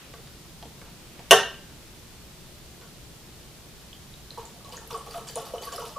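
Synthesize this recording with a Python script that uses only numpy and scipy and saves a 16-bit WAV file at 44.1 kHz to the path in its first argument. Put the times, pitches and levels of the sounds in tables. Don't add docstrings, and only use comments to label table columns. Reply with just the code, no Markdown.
import sys
import numpy as np
from scipy import signal
from scipy.io import wavfile

SR = 44100
rng = np.random.default_rng(int(sys.argv[2]) if len(sys.argv) > 2 else 0)


def boost(x):
    u = np.asarray(x, float) / 20
    return 10 ** u


def wrap_up_sound(samples):
    columns = np.atleast_2d(samples).T
    tamed = np.clip(columns, -1, 1)
    steps = np.round(tamed * 32767).astype(np.int16)
    wavfile.write(sys.argv[1], SR, steps)


N = 263718


# start in seconds, blow on the table in dB, blow on the bottle in dB.
KNOCKS = [
    (1.3095, 3.5, 9.5),
    (1.3169, 6, 1),
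    (1.3271, 6, -4),
]
# frequency in Hz, level in dB, 60 dB decay time in s.
TABLE_MODES = [(400, -21.5, 0.035), (455, -13.5, 0.045), (560, -23, 0.052), (650.6, -6.5, 0.049),
               (755, -14, 0.18), (966, -3, 0.01), (1120, -19.5, 0.078), (1330, -17, 0.011),
               (1550, -15.5, 0.034), (1827, -5, 0.029), (2290, -24.5, 0.007)]
# frequency in Hz, level in dB, 60 dB decay time in s.
BOTTLE_MODES = [(2610, -28.5, 0.091), (2803, -5, 0.095), (2970, -18, 0.089), (3000, -13, .05),
                (3190, -17, 0.05), (3490, -12, 0.019), (4600, -18.5, 0.0096), (5583, -7.5, 0.02),
                (6210, -9, .015), (6500, -21, 0.019), (8500, -20, 0.0087), (9600, -13, 0.01),
                (11200, -32, 0.0059)]


def knock():
    out = np.zeros(N)
    t = np.arange(SR // 2) / SR
    modes = TABLE_MODES + BOTTLE_MODES
    strengths_db = rng.normal(0, 2.5, (len(modes), len(KNOCKS)))
    crack_db, crack_t60_s, crack_samples = -16.5, 0.066, 2000
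    for n, (s, table_db, bottle_db) in enumerate(KNOCKS):
        blows_db = [table_db] * len(TABLE_MODES) + [bottle_db] * len(BOTTLE_MODES)
        for (hz, mode_db, t60), blow_db in zip(modes, blows_db + strengths_db[:, n]):
            impulse = boost(blow_db - 9 + mode_db) * (t == 0)
            add(out, s, ring(impulse, hz, t60))
        rattle = filtered(rng.standard_normal(crack_samples), 1, [1500, 7500], "band")
        decay = boost(-60 * t[:crack_samples] / crack_t60_s)
        add(out, s, boost(bottle_db + crack_db) * rattle * decay)
    out = filtered(out, 10, 380, "high")
    add(out, KNOCKS[0][0], thud(t))
    return out


def thud(t):
    thud_hz, thud_db, thud_t60_s = 130.7, -30.5, 0.2
    rumble = filtered(rng.standard_normal(len(t)), 2, thud_hz * np.array([0.4, 2.2]), "band")
    return boost(thud_db - 60 * t / thud_t60_s) * rms_one(rumble)


def pour():
    pockets = glugs() + plinks()
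    splash = spray()
    return pockets + gurgle() + splash + wine_glass(pockets + splash)


# start in seconds, peak in dB, pitch in Hz.
GLUGS = [(4.375, -20, 934), (4.38, -27, 459), (4.648, -34, 1060), (4.733, -29.5, 930), (4.733, -31.5, 472),
         (4.904, -26, 1250), (4.907, -24, 926), (4.928, -27, 442), (4.944, -18.5, 1110), (4.95, -27, 750),
         (5.065, -30.5, 780), (5.142, -21.5, 1227), (5.146, -27, 680), (5.358, -25, 910),
         (5.361, -22.5, 487), (5.37, -22.5, 693), (5.466, -30, 1240), (5.538, -18.5, 498),
         (5.538, -21, 560), (5.537, -27, 903), (5.609, -30.5, 415), (5.669, -24, 1100),
         (5.721, -26.5, 1096), (5.781, -19, 1250), (5.785, -24.5, 560), (5.796, -29, 1120),
         (5.818, -21.5, 932), (5.828, -27.5, 460), (5.962, -26.5, 1120), (5.966, -30, 560),
         (4.427, -33, 866), (4.606, -41, 1200), (4.697, -35, 824), (4.775, -26, 1720),
               (4.775, -40, 458), (4.815, -34.5, 867), (4.997, -29, 1050), (5.193, -40, 455),
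               (5.297, -37, 496), (5.627, -35, 1240), (5.688, -26, 1580), (5.738, -29, 690)]


def glugs():
    out = np.zeros(N)
    for s, db, hz in GLUGS:
        add(out, s, boost(db - 7) * bubble(hz, cycles=27, rise=0.083, attack_s=0.00073))
    return out


# start in seconds, peak in dB, pitch in Hz.
PLINKS = [(3.93, -35, 3180), (4.139, -37, 3740), (4.3063, -29.5, 4060), (4.4542, -32.5, 7080),
          (4.647, -38.5, 3900), (4.693, -38, 7050), (4.724, -36, 4770), (4.769, -28.5, 6530),
          (4.907, -36, 5600), (4.931, -34.5, 4770), (4.976, -31.5, 8500), (5.11, -33.5, 4620),
          (4.875, -31, 11200), (5.288, -30, 4600), (5.286, -29.5, 7210), (5.3563, -28, 6800),
          (5.3568, -19, 9340), (5.466, -42, 4580), (5.582, -36, 3010), (5.617, -35, 6350),
          (5.634, -34, 4600), (5.654, -26, 11200), (5.726, -30, 7210), (5.761, -28.5, 5100),
          (5.763, -26, 11000), (5.821, -36, 5970), (5.851, -37.5, 9350), (5.853, -43, 2770),
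          (5.892, -37, 4950), (5.929, -41, 7940)]


def plinks():
    out = np.zeros(N)
    for s, db, hz in PLINKS:
        add(out, s, boost(db + 1) * bubble(hz, cycles=52, rise=0.05, attack_s=0.000097))
    return out


def bubble(hz, cycles, rise, attack_s):
    t60 = max(cycles, 2) / hz
    t = np.arange(int(t60 * SR)) / SR
    tone = np.sin(2 * np.pi * hz * (t + rise * t ** 2 / t60))
    return tone * boost(-60 * t / t60) * (1 - np.exp(-t / attack_s))


def gurgle():
    clicks = grains(per_s=260, spread_db=3)
    dealt = rng.integers(0, 40, N)
    bed = 0
    for k, hz in enumerate(np.geomspace(420, 1330, 40)):
        bed = bed + soft_ring(clicks * (dealt == k), hz, cycles=27)
    return boost(-7) * surge(column=1, t60=0.7) * rms_one(bed)


# frequency in Hz, level in dB per Hz.
FIZZ_COLOUR = [(880, -30), (1500, 4), (2150, -3), (2910, 3.5), (3430, 3), (5110, -0.5), (7620, -3),
               (9080, -3.5), (15400, -10.5)]


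def spray():
    clicks = grains(per_s=2600, spread_db=3)
    dealt = rng.integers(0, 40, N)
    fizz = 0
    for k, hz in enumerate(np.geomspace(1700, 15000, 40)):
        rung = soft_ring(clicks * (dealt == k), hz, cycles=24)
        fizz = fizz + boost(at_hz(FIZZ_COLOUR, hz)) * hz * rung
    slap = filtered(rng.standard_normal(N), 1, [2500, 11000], "band")
    fizz_bed = boost(-2.5) * surge(column=2, t60=0.41) * rms_one(fizz)
    return fizz_bed + boost(0.5) * surge(column=2, t60=0.03) * slap


# start in seconds, gurgle level in dB, fizz level in dB.
SLUGS = [(4.302, -57, -56), (4.376, -46, -50), (4.45, -55, -55), (4.645, -49, -52.5), (4.722, -47, -44.5),
         (4.904, -41, -41.5), (5.06, -42.5, -47.5), (5.106, -54, -45), (5.14, -41, -44), (5.27, -49.5, -41),
         (5.356, -36, -41), (5.45, -63, -44), (5.538, -38.5, -49.5), (5.62, -44, -39.5),
         (5.72, -39.5, -39.5), (5.79, -39.5, -45), (5.85, -62, -43.5), (5.96, -34.5, -55)]


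def surge(column, t60):
    power = np.zeros(N)
    t = np.arange(SR) / SR
    landing = 1 - np.exp(-t / 0.0013)
    for row in SLUGS:
        gain = boost(row[column] - 60 * t / t60) * landing
        add(power, row[0], gain ** 2)
    return np.sqrt(power)


# frequency in Hz, level in dB, 60 dB decay time in s.
GLASS_MODES = [(3020, -21.5, 0.11), (5800, -28, 0.1), (7210, -29, 0.081)]


def wine_glass(liquid):
    wall = filtered(liquid, 2, 2000, "high")
    return sum(boost(db - 18) * ring(wall, hz, t60) for hz, db, t60 in GLASS_MODES)


# start in seconds, peak in dB, centre in Hz, width in Hz,
# 60 dB decay time in s.
TOUCHES = [
    (.138, -33, 1020, 900, 0.019),
    (0.181, -47, 400, 300, 0.12),
    (.272, -44, 4300, 1580, 0.024),
    (.45, -45, 755, 200, 0.017),
    (.626, -32, 890, 614, 0.022),
    (0.654, -41, 450, 400, 0.036),
    (.815, -39.5, 1500, 1800, 0.033),
    (0.861, -48, 840, 200, 0.074),
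    (1.193, -33.5, 780, 300, .018),
    (2.811, -46, 1100, 1200, 0.14),
]


def touches():
    out = np.zeros(N)
    t = np.arange(SR // 6) / SR
    for s, db, hz, width_hz, t60 in TOUCHES:
        noise = rng.standard_normal(len(t))
        body = rms_one(ring(noise, hz, 2.2 / width_hz))
        scuff = rms_one(filtered(noise, 2, [900, 3800], "band"))
        puff = body + boost(-4.5) * scuff
        add(out, s, boost(db - 3) * puff * boost(-60 * t / t60))
    return out


# frequency in Hz, level in dB, 60 dB decay time in s.
ROOM_MODES = [(408.7, -41.5, 0.31), (450, -32.5, 0.18), (562.4, -39, 0.19), (670.6, -55, 0.39),
              (693.4, -26, 0.094), (751, -35.5, 0.13), (872, -29.5, 0.1), (926, -28, 0.097),
              (937, -35.5, 0.24), (1120, -24, 0.1), (1250, -29, 0.088), (1414, -26, 0.1),
              (1578, -44.5, 0.61), (1821, -56, 0.2)]
# frequency in Hz, 60 dB decay time in s.
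ROOM_T60 = [(200, 0.58), (1000, 0.37), (4000, 0.42), (8000, 0.27), (14000, 0.24)]
# frequency in Hz, level in dB.
ROOM_TAIL = [(200, -40), (700, -40), (1300, -27.5), (2200, -39), (4000, -36), (9000, -32.5), (15000, -36)]
# frequency in Hz, left-right likeness from 0 to 1.
TAIL_LIKENESS = [(300, 0.98), (1500, 0.91), (3500, 0.93), (7000, 0.11), (14000, 0.051)]


def room(x):
    t = np.arange(SR // 2) / SR
    echo = 0
    for hz, band in bands(len(t), TAIL_LIKENESS, low_hz=150):
        echo = echo + boost(at_hz(ROOM_TAIL, hz) - 60 * t / at_hz(ROOM_T60, hz)) * band
    for k, (hz, db, t60) in enumerate(ROOM_MODES):
        lean_db = rng.normal(0, 0.73) * np.array([[1], [-1]])
        wave = ring(boost(db - 12) * (t == 0), hz, t60)
        echo = echo + (-1) ** k * boost(lean_db) * wave
    swell = 1 - np.exp(-t / 0.0013)
    direct = x * boost([[-0.3], [0.3]])
    return direct + signal.fftconvolve(x[None], echo * swell)[:, :N]


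# frequency in Hz, level in dB.
FLOOR_COLOUR = [(12, -32), (20, -1.5), (32, -7), (66, -2.5), (90, -10.5), (122, -3), (231, -9.5),
                (251, -14), (360, -10.5), (450, -16.5), (489, -15.5), (683, -19), (1910, -24), (3820, -21),
                (15400, -30)]
# frequency in Hz, left-right likeness from 0 to 1.
FLOOR_LIKENESS = [(60, 0.8), (180, 0.86), (540, 0.66), (1640, 0.455), (4950, 0.14), (14900, 0.01)]
# frequency in Hz, level in dB rms.
HUM = [(60, -72), (120, -69.5)]
# time in seconds, level in dB.
RUSTLE = [(0, -51.5), (.25, -68.5), (.6, -91), (.9, -65), (1.2, -56.5), (1.3, -59.5), (1.4, -60),
          (5.98, -95)]
# frequency in Hz, level in dB per Hz.
RUSTLE_COLOUR = [(200, -11), (500, -7), (1200, -2.5), (3000, 4), (6000, -30), (12000, -33.5)]


def background():
    t = np.arange(N) / SR
    floor = cloth = 0
    for hz, band in bands(N, FLOOR_LIKENESS, low_hz=18.57):
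        floor = floor + boost(at_hz(FLOOR_COLOUR, hz)) * band
        cloth = cloth + boost(at_hz(RUSTLE_COLOUR, hz)) * band[:, ::-1] * (hz > 150)
    hum = sum(np.sqrt(2) * boost(db) * np.sin(2 * np.pi * hz * t) for hz, db in HUM)
    rustle_s, rustle_db = np.transpose(RUSTLE)
    arm = boost(np.interp(t, rustle_s, rustle_db))
    return boost(-47) * rms_one(floor) + arm * rms_one(cloth) + hum


def rms_one(x):
    return x / np.sqrt(np.mean(x ** 2) + 1e-20)


def filtered(x, order, hz, kind):
    return signal.sosfilt(signal.butter(order, hz, kind, fs=SR, output="sos"), x)


def at_hz(points, hz):
    table_hz, values = np.transpose(points)
    return np.interp(np.log(hz), np.log(table_hz), values)


def add(out, s, sound):
    i = round(s * SR)
    out[i:i + len(sound)] += sound[:N - i]


def ring(clicks, hz, t60):
    r = boost(-60 / (t60 * SR))
    w = 2 * np.pi * hz / SR
    return signal.lfilter([0, np.sin(w)], [1, -2 * r * np.cos(w), r * r], clicks + 1e-18)


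def soft_ring(clicks, hz, cycles):
    return hz / SR * ring(ring(clicks, hz, 8 / hz), hz, cycles / hz)


def grains(per_s, spread_db):
    sizes = boost(spread_db * np.minimum(rng.exponential(1, N), 4)) * rng.choice([-1, 1], N)
    return sizes * (rng.random(N) < per_s / SR)


def bands(size, likeness, low_hz):
    white = rng.standard_normal((2, 2, size))
    edges = low_hz * 2 ** np.arange(0, np.log2(16500 / low_hz), 1 / 3)
    for k, (low, high) in enumerate(zip(edges, edges[1:])):
        mid, side = filtered(white[k % 2], 2, [low, high], "band")
        hz = np.sqrt(low * high)
        alike = np.clip(at_hz(likeness, hz), -1, 1)
        yield hz, np.sqrt(1 + alike) * mid + np.sqrt(1 - alike) * side * [[1], [-1]]


def scene():
    return room(knock() + pour() + touches()) + background()


def roll_off(x):
    return signal.sosfilt(signal.butter(12, 15500, fs=SR, output="sos"), x)


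def record(dry):
    clipped = np.clip(dry, -0.97, 0.97)
    top_cut = signal.cheby2(12, 60, 16400, fs=SR, output="sos")
    mix = signal.sosfilt(top_cut, clipped)
    return roll_off(mix)


dry = scene()
out = record(dry)
wrap_up_sound(out)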